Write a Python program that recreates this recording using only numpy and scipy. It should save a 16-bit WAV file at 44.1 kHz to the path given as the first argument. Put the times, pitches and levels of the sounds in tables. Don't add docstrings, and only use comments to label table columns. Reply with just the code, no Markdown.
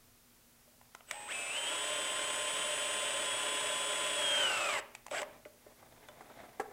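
import sys
import numpy as np
from scipy import signal
from scipy.fft import rfft, irfft, next_fast_len
from scipy.io import wavfile
from scipy.ndimage import uniform_filter1d, map_coordinates

SR = 44100
rng = np.random.default_rng(int(sys.argv[2]) if len(sys.argv) > 2 else 0)


def file_out(sig):
    cols = np.atleast_2d(sig).T
    lim = np.clip(cols, -1, 1)
    pcm = np.round(lim * 32767).astype(np.int16)
    wavfile.write(sys.argv[1], SR, pcm)


N = 296440

FULL_HZ = 1047
TURNING_HZ = 107
HARD_SPIN_UP_HZ_PER_S = 9600
MESH = 3.292
SWITCH_HZ = 7965
TOP_HZ = 15850

GEARS_DB, GEARS_SLOW_DB = -40, -17.5
GEARS_LOAD_DB, GEARS_SPIN_UP_DB = 9.5, 1.5
SWITCH_DB, SWITCH_SLOW_DB = -45, -13.5
COGGING_DB, COGGING_LOAD_DB = -49, -2
MOTOR_THIRD_DB = -46.8
WHINE_BITE_DB = 7
WHINE_JUDDER_DB = 2
RING_DB = -29
CLINK_S, CLINK_DB = 6.086, -47
FLOOR_DB = -63.5


def drill():
    # time in seconds, load 0-1; the last load holds.
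    screw_load = [(2.1, 0), (3.4, 0.16), (4.14, 0.17), (4.4, 0.59), (4.65, 0.79), (4.8, 0.93)]
    load = np.clip(curves(screw_load)[0], 0, 1)
    field_hz, strain = motor()
    turns = np.cumsum(field_hz) / SR
    slow = 1 - field_hz / FULL_HZ
    running = np.clip(field_hz / TURNING_HZ, 0, 1)
    sound = gears(turns, field_hz, slow, load, strain)
    sound += cogging(turns, slow, load)
    sound += inverter(turns, slow, load)
    return running * sound


def motor():
    # start in seconds, change of the asked field rate in Hz, ramp in seconds.
    trigger = [(1.066, 278, .08), (1.275, 510, .056), (1.503, 152, .08), (1.655, 68, .043), (1.8, 39, .05),
               (4.79, -1047, .016), (5.103, 860, .052), (5.2, -860, .03)]
    # time in seconds, share of the speed lost; the last one holds.
    sag = [(1.85, 0), (3.2, .013), (3.33, .04), (3.41, .025), (4.14, .028), (4.4, .088), (4.52, .2),
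           (4.68, .28), (4.79, .45)]
    asked_hz = sum(step_hz * np.clip((clock() - s) / ramp_s, 0, 1) for s, step_hz, ramp_s in trigger)
    field_hz = np.abs(asked_hz) * (1 - curves(sag)[0])
    acceleration = uniform_filter1d(np.gradient(field_hz) * SR, size=900)
    strain = np.clip(acceleration / HARD_SPIN_UP_HZ_PER_S, 0, 1)
    return field_hz * (1 + 0.001972 * wobble(12)), strain


def gears(turns, field_hz, slow, load, strain):
    # mesh rate in Hz, level in dB.
    whine_levels = [(450, -82), (760, -50.5), (1900, -44.5), (2580, -44), (2740, -45.5), (3000, -38.5),
                    (3240, -41), (3410, -51.5)]
    gears_db = GEARS_DB + GEARS_SLOW_DB * slow + GEARS_LOAD_DB * load + GEARS_SPIN_UP_DB * strain
    whine_db = along(whine_levels, MESH * field_hz) + WHINE_BITE_DB * np.sin(np.pi * load)
    shafts = shaft_hum(turns, load) + load * torque_growl(turns)
    panel = amp(-8 - 3 * load) * np.tanh(load / .17) * band(580 * clock(), width=70)
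    noisy = rattle(turns, load) + filtered(shafts, radiated) + load * thread_rasp() + panel
    return amp(gears_db) * noisy + amp(whine_db) * mesh_whine(turns, field_hz, load, strain)


def rattle(turns, load):
    # frequency in Hz, relative level in dB per Hz.
    rattle_colour = [(53, -54), (90, -20), (473, -6.5), (586, -0.5), (743, -6), (1030, -3), (1250, -6.5),
                     (2890, 0), (4440, -16), (7290, -10), (7780, -13), (9240, -10), (9860, -19),
                     (11700, -22), (15500, -33)]
    beat = 1 + 0.18 * np.sin(2 * np.pi * (MESH - 3) * turns)
    beat += 0.1 * np.sin(2 * np.pi * .0335 * turns)
    strikes = rng.standard_normal(N) * (rng.random(N) < .3) * beat
    return amp(-0.07 - 2 * load) * unit(filtered(coloured(strikes, rattle_colour), body))


def shaft_hum(turns, load):
    # multiple of the field rate, relative level in dB, roughness 0-1.
    shaft_tones = [(.297, -20.5, 0.38), (.411, -21.5, .25), (.574, -20.5, 0.42), (.656, -38, 0.6),
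                   (.875, -18, 0.2), (1.125, -25, 0.4), (1.365, -21, 0.36), (1.66, -24, 0.27),
                   (1.816, -21, 0.4), (2.27, -26, .4), (2.72, -16.5, .6), (3.629, -24.5, 0.77),
                   (4.127, -29.5, 0.7)]
    hum = sum(amp(db) * tone(order * turns, rough, flutter=25) for order, db, rough in shaft_tones)
    return hum * amp(0.5 - 1.2 * load)


def torque_growl(turns):
    growl = amp(-5) * band(1.64 * turns, width=330)
    growl += amp(-13.5) * band(1.1 * turns, width=460)
    return growl + amp(-21.5) * band(5.5 * turns, width=800)


def thread_rasp():
    grain = rng.standard_normal(N) * amp(6.1 * wobble(350))
    colour = [(900, -17), (2200, 20), (3000, -13), (4500, 12.0), (6500, 2.5), (9000, -6), (12000, -35)]
    return amp(-13.0) * coloured(grain, colour)


def mesh_whine(turns, field_hz, load, strain):
    judder = np.clip(1.1 * load ** 7 + .5 * strain, 0, 1)
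    pure = tone(MESH * turns, .45 * (1 - load) ** 2, flutter=70)
    coarse = band(MESH * turns, width=370) + amp(-3) * band(4.6 * turns, width=450)
    mesh = np.sqrt(1 - judder) * pure + amp(WHINE_JUDDER_DB) * judder * coarse
    creep = np.clip(1.8 - field_hz / 300, 0, 1) * (1 - load)
    whine = amp(-10 * creep) * mesh
    whine += (amp(-11) * creep + amp(-19) * load) * tone(2 * MESH * turns, 0.72, flutter=93)
    whine += amp(-10) * creep * tone(9 * turns, 0.65, flutter=50)
    whine += amp(-3) * strain ** 2 * tone(4.7 * turns, .7, flutter=80)
    return whine


def cogging(turns, slow, load):
    first_db = COGGING_DB + COGGING_LOAD_DB * load - 42 * slow * (1 - load)
    third_db = MOTOR_THIRD_DB - 8 * slow - 15 * load
    first = amp(first_db) * tone(turns, 0.11, flutter=25)
    third = amp(third_db) * tone(3 * turns, .15, flutter=25)
    return filtered(first + third, lambda hz: hz ** 6 / (hz ** 6 + 560 ** 6))


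def inverter(turns, slow, load):
    carrier = SWITCH_HZ * clock()
    above_db = -2 + 4 * np.tanh(load / 0.088) - 17 * load ** 2 + 2.5 * slow
    below_db = -13 + 7.2 * load ** 3 + 8 * slow
    sound = amp(-9 * slow ** 2 * (1 - load)) * tone(carrier, 0.047, flutter=15)
    sound += amp(above_db) * tone(carrier + turns, 0.098, flutter=15)
    sound += amp(below_db) * tone(carrier - turns, 0.37, flutter=34)
    sound += amp(-28) * tone(carrier + 4 * turns, .4, flutter=60)
    sound += amp(-10) * slow ** 2 * (1 - load) * tone(carrier + 7 * turns, .4, flutter=60)
    sound += amp(-33) * tone(2 * carrier - turns, .3, flutter=30)
    return amp(SWITCH_DB + SWITCH_SLOW_DB * slow) * sound


def body(hz):
    # frequency in Hz, width in Hz, level in dB.
    resonances = [(417, 30, -3), (586.5, 49, 3.5), (810, 76, -18), (1433, 470, -4), (2240, 450, -23.5),
                  (3430, 1020, -6), (5040, 160, -0.5)]
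    return 1 + sum(amp(db) * 1j * hz * w / (c * c - hz * hz + 1j * hz * w) for c, w, db in resonances)


def radiated(hz):
    return body(hz) * hz ** 3 / (hz ** 3 + 330 ** 3)


def clicks():
    # start in seconds, level in dB, treble trim in dB, body trim in dB.
    click_times = [(0.812, -45.5, -25, 1), (0.948, -33.5, -10.5, 1.5), (1.006, -43, -35, -5),
                   (1.11, -23.5, -16.5, -14.5), (4.949, -32.5, -18, -19), (5.064, -33, -7.5, 3),
                   (5.081, -38, -17, -1), (5.111, -34, -17, -11), (5.216, -28, -11, -7),
                   (5.229, -28, -20, -4), (5.451, -44, -29, -18), (6.085, -40, -9, 2)]
    # frequency in Hz, relative level in dB per Hz.
    crack_colour = [(180, -51), (300, -26), (863, 0.5), (1730, -7), (2100, 1.5), (3570, -9.5), (4000, -15),
                    (8420, -11.5), (11000, -27), (13800, -27), (15500, -32)]
    # frequency in Hz, level in dB, 60 dB decay in seconds.
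    steel = [(3030, -6, 0.11), (3460, 1, 0.048), (3480, -3, 0.059)]
    out, t = np.zeros(N), clock(SR // 8)
    for s, db, treble_db, body_db in click_times:
        tilt = [(900, body_db + 13.0), (2500, 0), (6000, treble_db + 16.5)]
        crack = coloured(coloured(rng.standard_normal(len(t)), crack_colour), tilt)
        contact = np.exp(-((t - .0026) / 0.0014) ** 2) + amp(-7.0 - 60 * t / 0.043)
        sound = amp(-7.0) * crack * contact + amp(RING_DB) * ringing(steel, t)
        add(out, s, amp(db) * sound * np.minimum(t / 0.0011, 1))
    add(out, CLINK_S, amp(CLINK_DB) * ringing(steel, t))
    return out


def knocks():
    # start in seconds, level in dB, bass trim in dB, door panel level in dB.
    blows = [(0.675, -65.5, -14, 4), (5.115, -47.5, -28, 13), (5.219, -44.5, -28, 11.5), (5.457, -48, 4, 3),
             (5.664, -53.5, 1, 4), (5.826, -52.5, -30, -9), (6.086, -46, -24, -2), (6.207, -42.5, -22, -23),
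             (6.3, -48.5, -10, -13), (6.437, -50, -20, -3), (6.597, -25.5, -8, -31), (6.709, -47, -18, -20)]
    # frequency in Hz, level in dB, 60 dB decay in seconds before damping.
    plywood = [(279, -9.5, 0.083), (419, 0, 0.061), (499, -3.5, 0.092), (783, 1.5, 0.053),
               (1167, -5, 0.038), (1344, -4.5, 0.025), (1620, -9, .035), (2020, -7, 0.028)]
    slap_colour = [(150, -18), (400, 5.5), (1500, 2.0), (3500, -21.5), (8000, -16.0), (15000, -32)]
    out, t = np.zeros(N), clock(SR // 4)
    for s, db, bass_db, panel_db in blows:
        tilt = [(400, bass_db + 7.5), (700, 0)]
        modes = [(hz, level + along(tilt, hz), t60) for hz, level, t60 in plywood]
        wood = ringing(modes, t) * np.exp(-t / 0.026)
        panel = amp(panel_db) * ringing([(591, 0, 0.077)], t)
        slap = coloured(rng.standard_normal(len(t)), slap_colour) * amp(-60 * t / 0.078)
        blow = 1.82 * wood + 1.6 * panel + 0.54 * slap
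        add(out, s, amp(db) * blow * (1 - np.exp(-t / 0.0016)))
    return out


def handling():
    # middle in seconds, length in seconds, level in dB.
    moves = [(5.336, 0.23, -59.5), (5.862, 0.87, -63), (6.39, 1.0, -56.5)]
    # frequency in Hz, relative level in dB per Hz.
    sleeve = [(71, -17), (120, -8.5), (417, -7.5), (621, -1.5), (1380, -12), (2160, -10.5), (2880, -22.5),
              (3580, -16.5), (4530, -28), (9000, -32), (11700, -64), (19800, -120)]
    rub = coloured(rng.standard_normal(N) * amp(2.6 * wobble(40) + 1.9 * wobble(200)), sleeve)
    swells = np.zeros(N)
    for s, length, db in moves:
        swells += amp(db) * np.cos(np.pi * np.clip((clock() - s) / length, -.5, .5)) ** 2
    return rub * swells


def workshop(x):
    # frequency in Hz, 60 dB decay in seconds.
    decay = [(150, 0.99), (600, 0.55), (3000, 0.49), (10000, 0.16)]
    hz, t, z = signal.stft(rng.standard_normal(SR), SR, nperseg=256)
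    fading = z * amp(-60 * t / along(decay, hz)[:, None])
    tail = signal.istft(fading, SR, nperseg=256)[1]
    tail = filtered(tail, lambda f: amp(along([(600, -3), (3000, -8.0), (8000, -14.5)], f)))
    return signal.fftconvolve(x, tail / np.linalg.norm(tail))[:N]


def background():
    # frequency in Hz, relative level in dB per Hz.
    air = [(12, -44), (20, 0), (68, -10.5), (123, -7), (153, -12.5), (203, -14.5), (247, -8), (284, -14),
           (3800, -21.5), (5620, -20.5), (9040, -21), (10100, -20.5), (15800, -21.5)]
    # frequency in Hz, level in dB.
    mains = [(120, -83), (240, -76)]
    hum = sum(amp(db) * tone(hz * clock(), .02, flutter=3.7) for hz, db in mains)
    return amp(FLOOR_DB) * coloured(rng.standard_normal(N), air) + hum


def amp(db):
    return 10 ** (np.asarray(db) / 20)


def unit(x):
    return x / np.sqrt(np.mean(x ** 2) + 1e-20)


def along(points, hz):
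    f, v = np.transpose(points)
    return np.interp(np.log(hz + 1), np.log(f + 1), v)


def clock(count=N):
    return np.arange(count) / SR


def curves(rows):
    s, *cols = np.transpose(rows)
    return [np.interp(clock(), s, c) for c in cols]


def wobble(rate):
    knots = rng.standard_normal(int(N * rate / SR) + 4)
    return map_coordinates(knots, [clock() * rate], order=2)


def filtered(x, response):
    m = next_fast_len(len(x) + 8192)
    return irfft(rfft(x, m) * response(np.fft.rfftfreq(m, 1 / SR)), m)[:len(x)]


def coloured(x, spectrum):
    return unit(filtered(x, lambda hz: amp(along(spectrum, hz))))


def tone(turns, rough, flutter):
    size = amp(3.7 * rough * wobble(flutter))
    return np.sqrt(2) * size * np.sin(2 * np.pi * turns + 1.5 * rough * wobble(flutter))


def band(turns, width):
    return unit(wobble(width) * np.sin(2 * np.pi * turns) + wobble(width) * np.cos(2 * np.pi * turns))


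def ringing(modes, t):
    ring = np.zeros(len(t))
    for hz, db, t60 in modes:
        decay = amp(db + rng.normal(0, 1) - 60 * t / t60)
        ring += decay * np.sin(2 * np.pi * (hz * t + rng.random()))
    return ring / np.abs(ring).max()


def add(track, s, sound):
    part = track[round(s * SR):][:len(sound)]
    part += sound[:len(part)]


def scene():
    near = drill() + clicks() + knocks() + handling()
    return (near + amp(-16.5) * workshop(near) + background())[None]


def record(dry):
    return filtered(dry[0], lambda hz: hz < TOP_HZ)[None]


dry = scene()
out = record(dry)
file_out(out)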